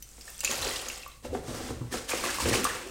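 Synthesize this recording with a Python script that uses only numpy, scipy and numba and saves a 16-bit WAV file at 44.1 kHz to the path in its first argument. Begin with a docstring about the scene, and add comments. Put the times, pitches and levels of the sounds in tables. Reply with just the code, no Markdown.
"""A wet knitted sweater is squeezed over a plastic basin in a steel sink: foam crackles and water dribbles,
as dense ringing grains on noise; drops are a tick, a splash and a bubble tone gliding up.
The basin slides (grains) and bumps (decaying modes, noise cracks), then tips: water spills in surges of grains.
The sink floor booms (noise in two resonances) under faint noise and hum.
Heard from close by in a small kitchen."""
import sys
import numpy as np
from scipy import signal
from scipy.fft import rfft, irfft
from scipy.io import wavfile
from numba import njit

SR = 44100
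rng = np.random.default_rng(int(sys.argv[2]) if len(sys.argv) > 2 else 0)


def inscribe(sig):
    """Save sig as 16-bit PCM at rate SR to the path in sys.argv[1].

    A 1-D sig is mono; a 2-D sig holds one channel per row.
    Samples are clipped to [-1, 1] before scaling.
    """
    pcm = np.round(np.clip(np.atleast_2d(sig).T, -1, 1) * 32767)
    wavfile.write(sys.argv[1], SR, pcm.astype(np.int16))


N = 127890
TIME_S = np.arange(N) / SR

# Water running out of the wool. Each row: time in seconds, spatter in dB, bubbling in dB.
SQUEEZE_LEVELS = [(.436, -34, -45), (.485, -40, -55.5), (.497, -35, -36), (.6, -37.5, -44.5),
                  (.655, -35, -38.5), (.74, -36.5, -47.5), (.92, -43.5, -51), (1.17, -60.5, -74.5)]
# Foam crackling in the wool as the grip tightens. Each row: time in seconds, level in dB.
FOAM_LEVELS = [(0, -59), (.24, -52), (.285, -45.5), (.40, -52)]
# Single drops and the bubbles they trap. 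Each row: start in seconds, bubble level in dB, pitch in Hz.
DROPS = [(0.025, -31, 12900), (0.0251, -35, 5740), (0.211, -33, 5200), (0.279, -36, 1746),
         (.392, -30.5, 5700), (0.4056, -19.5, 7700), (0.41, -31, 2740), (.4474, -13, 6800),
         (0.45, -20, 2460), (0.4756, -21, 2590), (0.514, -20, 6320), (0.6273, -20.5, 3960),
         (.664, -33, 413), (0.7632, -26.5, 3450), (0.8853, -22, 6480), (0.9, -26, 2710),
         (1.033, -35.5, 2570), (1.063, -34, 1103), (1.078, -35.5, 12900), (1.117, -42, 3830),
         (1.926, -30, 1730), (2.119, -21, 2360), (2.239, -24.5, 1120), (2.262, -26.5, 1940),
         (2.293, -23.5, 1640), (2.3854, -25, 1072), (2.401, -26, 927), (2.6435, -14, 8400),
         (2.6518, -17, 1147), (2.7, -25, 1680), (2.864, -35.5, 363)]
# Basin dragged over the sink. Each row: time in seconds, rubbing hiss in dB, judder in dB.
SLIDE_LEVELS = [(1.228, -59, -64), (1.252, -43, -41), (1.30, -61, -54), (1.345, -47.5, -33.5),
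                (1.42, -57.5, -58), (1.485, -43, -42), (1.69, -43, -48.5), (1.78, -55.5, -52.5),
                (1.9, -58.5, -69)]
# Basin bumping the sink or slapped by water. Each row: start in seconds, level before filtering in dB,
# pitch around which the contact pushes hardest in Hz.
KNOCKS = [(0.181, -46.5, 490), (1.3485, -27, 645), (1.479, -33.5, 216), (1.602, -34, 420),
          (1.704, -30, 265), (1.811, -26, 126), (1.94, -28, 645), (2.134, -25.5, 560), (2.458, -23, 282),
          (2.51, -23, 296)]
# Basin and sink ringing together. Each row: frequency in Hz, level in dB.
BASIN_MODES = [(116, -1.5), (245, -7), (328, -6), (470, -9), (740, -4)]
# Water tipping into the sink. Each row: start in seconds, rise in seconds, fall in seconds,
# spray in dB, splashing in dB, gurgling in dB.
SURGES = [(1.893, 0.044, 0.063, -36, -39.5, -38), (2.065, 0.031, 0.22, -34, -37, -44.5),
          (2.235, 0.0038, 0.17, -33.5, -37.5, -40.5), (2.379, 0.026, 0.27, -35, -37, -44),
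          (2.441, 0.022, 0.15, -38, -34.5, -29.5), (2.528, 0.0017, 0.05, -27.5, -30.5, -31.5),
          (2.626, 0.0075, 0.12, -39.5, -35, -42.5)]
# Booming of the sink floor under basin and water. Each row: time in seconds, level in dB.
BOOM_LEVELS = [(.4, -58.5), (.66, -43.5), (1.15, -93), (1.27, -45), (1.86, -44.5), (2.12, -56), (2.39, -49),
               (2.47, -31), (2.75, -51)]
# Spectra of the noises. Each row: frequency in Hz, density in dB per Hz (relative).
DRIBBLE_COLOUR = [(400, 2), (1500, 2), (2600, -4)]
FOAM_COLOUR = [(4000, -6), (8000, 0.5)]
SLIDE_COLOUR = [(200, 14), (480, 7), (900, -5.5), (2500, -13.5)]
POUR_COLOUR = [(150, -1.5), (250, 0.5), (850, -8.5)]
ROOM_TONE_COLOUR = [(55, 11.5), (600, -12.5), (1300, -46), (9000, -10)]
# Dull top shared by all these spectra. Each row: frequency in Hz, gain in dB.
TREBLE_LOSS = [(8400, -1), (11000, -11), (16000, -11.5)]
# Resonances and gaps of the sink's hollow. 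Each row: frequency in Hz, width in Hz, boost in dB.
HOLLOW = [(518, 117, 5.5), (605, 43, -13), (1163, 71, 2.5), (2720, 66, 3.5)]

MEAN_GRAIN_CYCLES, GRAIN_RISE = 5.2, 0.035
CLUMPS_PER_S, CLUMP_SPREAD_DB = 70, 2.5
DROP_CYCLES, DROP_RISE, DROP_ATTACK_CYCLES = 6.25, 0.032, 0.11
DROP_TICK_DB, DROP_SPLASH_DB, DROP_SPLASH_S = 3, -9.5, 0.004  # relative to the bubble, before filtering
MODE_T60_AT_150_HZ_S = 0.21
KNOCK_CRACK_DB, KNOCK_CRACK_S = 9, 0.006
ROOM_TONE_DB, HUM_HZ, HUM_PEAK_DB = -55.5, 51.1, -53
ECHO_DB, ECHO_T60_S = -3.5, 0.044
ROOM_DB, ROOM_T60_S = -9, 0.47
TAIL_TOP_HZ, CUTOFF_HZ = 8850, 15900


def squeezed_wool():
    """Foam crackles, then threads of water spatter and bubble in the basin."""
    spatter, bubbling = gains(SQUEEZE_LEVELS)
    foam, = gains(FOAM_LEVELS)
    return (foam * grains(FOAM_COLOUR, 240.6, CUTOFF_HZ, per_s=1200, spread_db=4.5, wash_db=1)
            + spatter * grains(DRIBBLE_COLOUR, 1674, CUTOFF_HZ, per_s=1300, spread_db=3, wash_db=-3.5)
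            + bubbling * grains(DRIBBLE_COLOUR, 205, 1456, per_s=800, spread_db=1.0, wash_db=-10.5))


def drops():
    """Each drop lands with a tick and a small splash, and traps a bubble whose pitch rises as it dies."""
    out = np.zeros(N)
    t = TIME_S[:SR // 4]
    for start_s, db, hz in DROPS:
        age = t * hz / DROP_CYCLES
        glide_hz = hz * (1 + DROP_RISE * np.minimum(age, 2))
        phase = 2 * np.pi * np.cumsum(glide_hz) / SR
        attack = 1 - np.exp(-t * hz / DROP_ATTACK_CYCLES)
        bubble = np.sin(phase) * np.exp(-np.minimum(age, 20)) * attack
        tick = from_db(DROP_TICK_DB) * (t == 0)
        splash = from_db(DROP_SPLASH_DB) * burst(DROP_SPLASH_S)
        landing = filtered(tick + splash, [hz / 2, hz * 2], "band", order=1)
        add(out, start_s, from_db(db) * (bubble + landing))
    return out


def basin_slide():
    """The plastic basin rubs and judders over the steel in many small slips."""
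    hiss, judder = gains(SLIDE_LEVELS)
    return (hiss * grains(SLIDE_COLOUR, 897, CUTOFF_HZ, per_s=5600, spread_db=-4.0, wash_db=4.5)
            + judder * grains(SLIDE_COLOUR, 200.7, 863, per_s=530, spread_db=3.5, wash_db=-19.5))


def basin_knocks():
    """Each bump rings the shared modes, high ones dying sooner, and adds a short noise crack."""
    out = np.zeros(N)
    t = TIME_S[:SR // 2]
    ringing = np.zeros(len(t))
    for k, (hz, level_db) in enumerate(BASIN_MODES):
        decay_db = 60 * t / MODE_T60_AT_150_HZ_S * (hz / 150) ** .7
        ringing += (-1) ** k * from_db(level_db - decay_db) * np.sin(2 * np.pi * hz * t)
    for start_s, db, push_hz in KNOCKS:
        pushed = filtered(ringing, [push_hz / 2, push_hz * 2], "band")
        add(out, start_s, from_db(db) * pushed)
        crack = filtered(burst(KNOCK_CRACK_S), [250, 1900], "band")
        crack = filtered(crack, push_hz * 2, "low", order=1)
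        add(out, start_s, from_db(db + KNOCK_CRACK_DB) * crack)
    return out


def pouring():
    """Each surge swells and drains away, as fine spray, splashing and deep gurgling."""
    power = np.zeros((3, N))
    for start_s, rise_s, fall_s, *levels_db in SURGES:
        rise = np.clip((TIME_S - start_s) / rise_s, 0, 1) ** 2
        fall = np.exp(-np.maximum(TIME_S - start_s - rise_s, 0) / fall_s)
        power += np.outer(from_db(levels_db), rise * fall) ** 2
    spray, splashing, gurgling = np.sqrt(power)
    return (spray * grains(POUR_COLOUR, 2690, CUTOFF_HZ, per_s=4600, spread_db=1.5, wash_db=-4.5)
            + splashing * grains(POUR_COLOUR, 680, 2944, per_s=800, spread_db=2, wash_db=-4)
            + gurgling * grains(POUR_COLOUR, 183.2, 670.6, per_s=600, spread_db=5.5, wash_db=-11.5))


def sink_boom():
    """The thin steel floor booms in its two lowest modes."""
    push, = gains(BOOM_LEVELS)
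    shake = rng.standard_normal((2, N))
    lower = resonance(shake[0], 67.0, 31)
    upper = resonance(shake[1], 106.3, 23)
    return push * rms_one(lower + from_db(-6) * upper)


def room_tone():
    """Faint steady noise and a low hum."""
    hum = from_db(HUM_PEAK_DB) * np.sin(2 * np.pi * HUM_HZ * TIME_S)
    return from_db(ROOM_TONE_DB) * coloured_noise(ROOM_TONE_COLOUR) + hum


def reflections(x, t60_s, delay_s):
    """A dense, dulled tail of unit energy."""
    tail = rng.standard_normal(SR) * from_db(-60 * TIME_S[:SR] / t60_s)
    tail = filtered(tail, [150, TAIL_TOP_HZ], "band", order=1)
    tail = tail / np.sqrt(np.sum(tail ** 2))
    out = np.zeros(N)
    add(out, delay_s, signal.fftconvolve(x, tail)[:N])
    return out


def grains(colour, low_hz, high_hz, per_s, spread_db, wash_db):
    """Clumps of tiny bubbles or slips, each with its own pitch, size and ring, on a wash of noise; rms 1."""
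    when, pitch, size, damping, sign = rng.random((40000, 5))[:int(per_s * N / SR)].T
    hz = low_hz * (min(high_hz, CUTOFF_HZ) / low_hz) ** pitch
    size_db = spread_db * np.minimum(-np.log(1 - size), 3.5)
    heights = from_db(size_db) * at_hz(colour, hz) * hz * np.sign(sign - .5)
    clump_gains = from_db(CLUMP_SPREAD_DB * rng.standard_normal(2000))
    heights = heights * clump_gains[(when * N / SR * CLUMPS_PER_S).astype(int)]
    cycles = MEAN_GRAIN_CYCLES * (.5 + damping)
    starts = (when * N).astype(np.int64)
    rings = ring_all(N, starts, 2 * np.pi * hz / SR, heights, cycles, GRAIN_RISE)
    rings = rms_one(filtered(rings, [low_hz, high_hz], "band"))
    wash = rms_one(filtered(coloured_noise(colour), [low_hz, high_hz], "band"))
    return rms_one(rings + from_db(wash_db) * wash)


@njit
def ring_all(size, starts, steps, heights, cycles, rise):
    """Sum of dying sines, each gliding upward; steps in radians per sample."""
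    out = np.zeros(size)
    for k in range(len(starts)):
        life = cycles[k] * 2 * np.pi / steps[k]
        for i in range(min(int(6 * life), size - starts[k])):
            age = i / life
            out[starts[k] + i] += heights[k] * np.exp(-age) * np.sin(steps[k] * i * (1 + rise * age))
    return out


def coloured_noise(colour):
    """Noise of a given colour, rms 1."""
    hz = 1 + np.arange(N // 2 + 1) * SR / N  # 1 Hz up, to keep the logarithm finite
    return rms_one(irfft(rfft(rng.standard_normal(N)) * at_hz(colour, hz), N))


def at_hz(points, hz):
    """Gain of a colour at a frequency, with the treble loss."""
    total_db = 0
    for rows in (points, TREBLE_LOSS):
        row_hz, row_db = np.transpose(rows)
        total_db = total_db + np.interp(np.log(hz), np.log(row_hz), row_db)
    return from_db(total_db)


def burst(decay_s):
    """Noise that dies away."""
    return rng.standard_normal(SR // 4) * np.exp(-TIME_S[:SR // 4] / decay_s)


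def resonance(x, hz, width_hz):
    """Two-pole resonance with gain 1 on top."""
    r = np.exp(-np.pi * width_hz / SR)
    zeros = np.array([1, 0, -1]) * (1 - r * r) / 2
    poles = [1, -2 * r * np.cos(2 * np.pi * hz / SR), r * r]
    return signal.lfilter(zeros, poles, x + 1e-18)


def filtered(x, hz, kind, order=2):
    """Butterworth filter."""
    sos = signal.butter(order, np.clip(hz, 10, .45 * SR), kind, fs=SR, output="sos")
    return signal.sosfilt(sos, x)


def gains(rows):
    """Level curves as gains; rapid fade-in before the first row, fast fade after the last."""
    row_s, *columns = np.transpose(rows)
    # 4000 dB per second before, 200 dB per second after
    outside_db = np.maximum(row_s[0] - TIME_S, 0) * 4000 + np.maximum(TIME_S - row_s[-1], 0) * 200
    return [from_db(np.interp(TIME_S, row_s, column) - outside_db) for column in columns]


def from_db(db):
    """Decibels to gain."""
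    return 10 ** (np.asarray(db) / 20)


def rms_one(x):
    """Scale to unit power."""
    return x / np.sqrt(np.mean(x ** 2) + 1e-20)


def add(out, start_s, sound):
    """Mix a sound in at a time."""
    i = int(start_s * SR)
    out[i:i + len(sound)] += sound[:N - i]


def scene():
    """The treble of the drops echoes off the sink walls; hollow and kitchen colour all but boom and room tone."""
    hits = drops()
    echo = from_db(ECHO_DB) * reflections(filtered(hits, 2530, "high"), ECHO_T60_S, 0)
    x = squeezed_wool() + hits + echo + basin_slide() + basin_knocks() + pouring()
    for hz, width_hz, db in HOLLOW:
        x = x + (from_db(db) - 1) * resonance(x, hz, width_hz)
    x = x + from_db(ROOM_DB) * reflections(x, ROOM_T60_S, .008)
    return (x + sink_boom() + room_tone())[None]


def record(dry):
    """The top is cut steeply."""
    sos = signal.ellip(10, .3, 80, CUTOFF_HZ, fs=SR, output="sos")
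    return signal.sosfilt(sos, dry)


dry = scene()
out = record(dry)
inscribe(out)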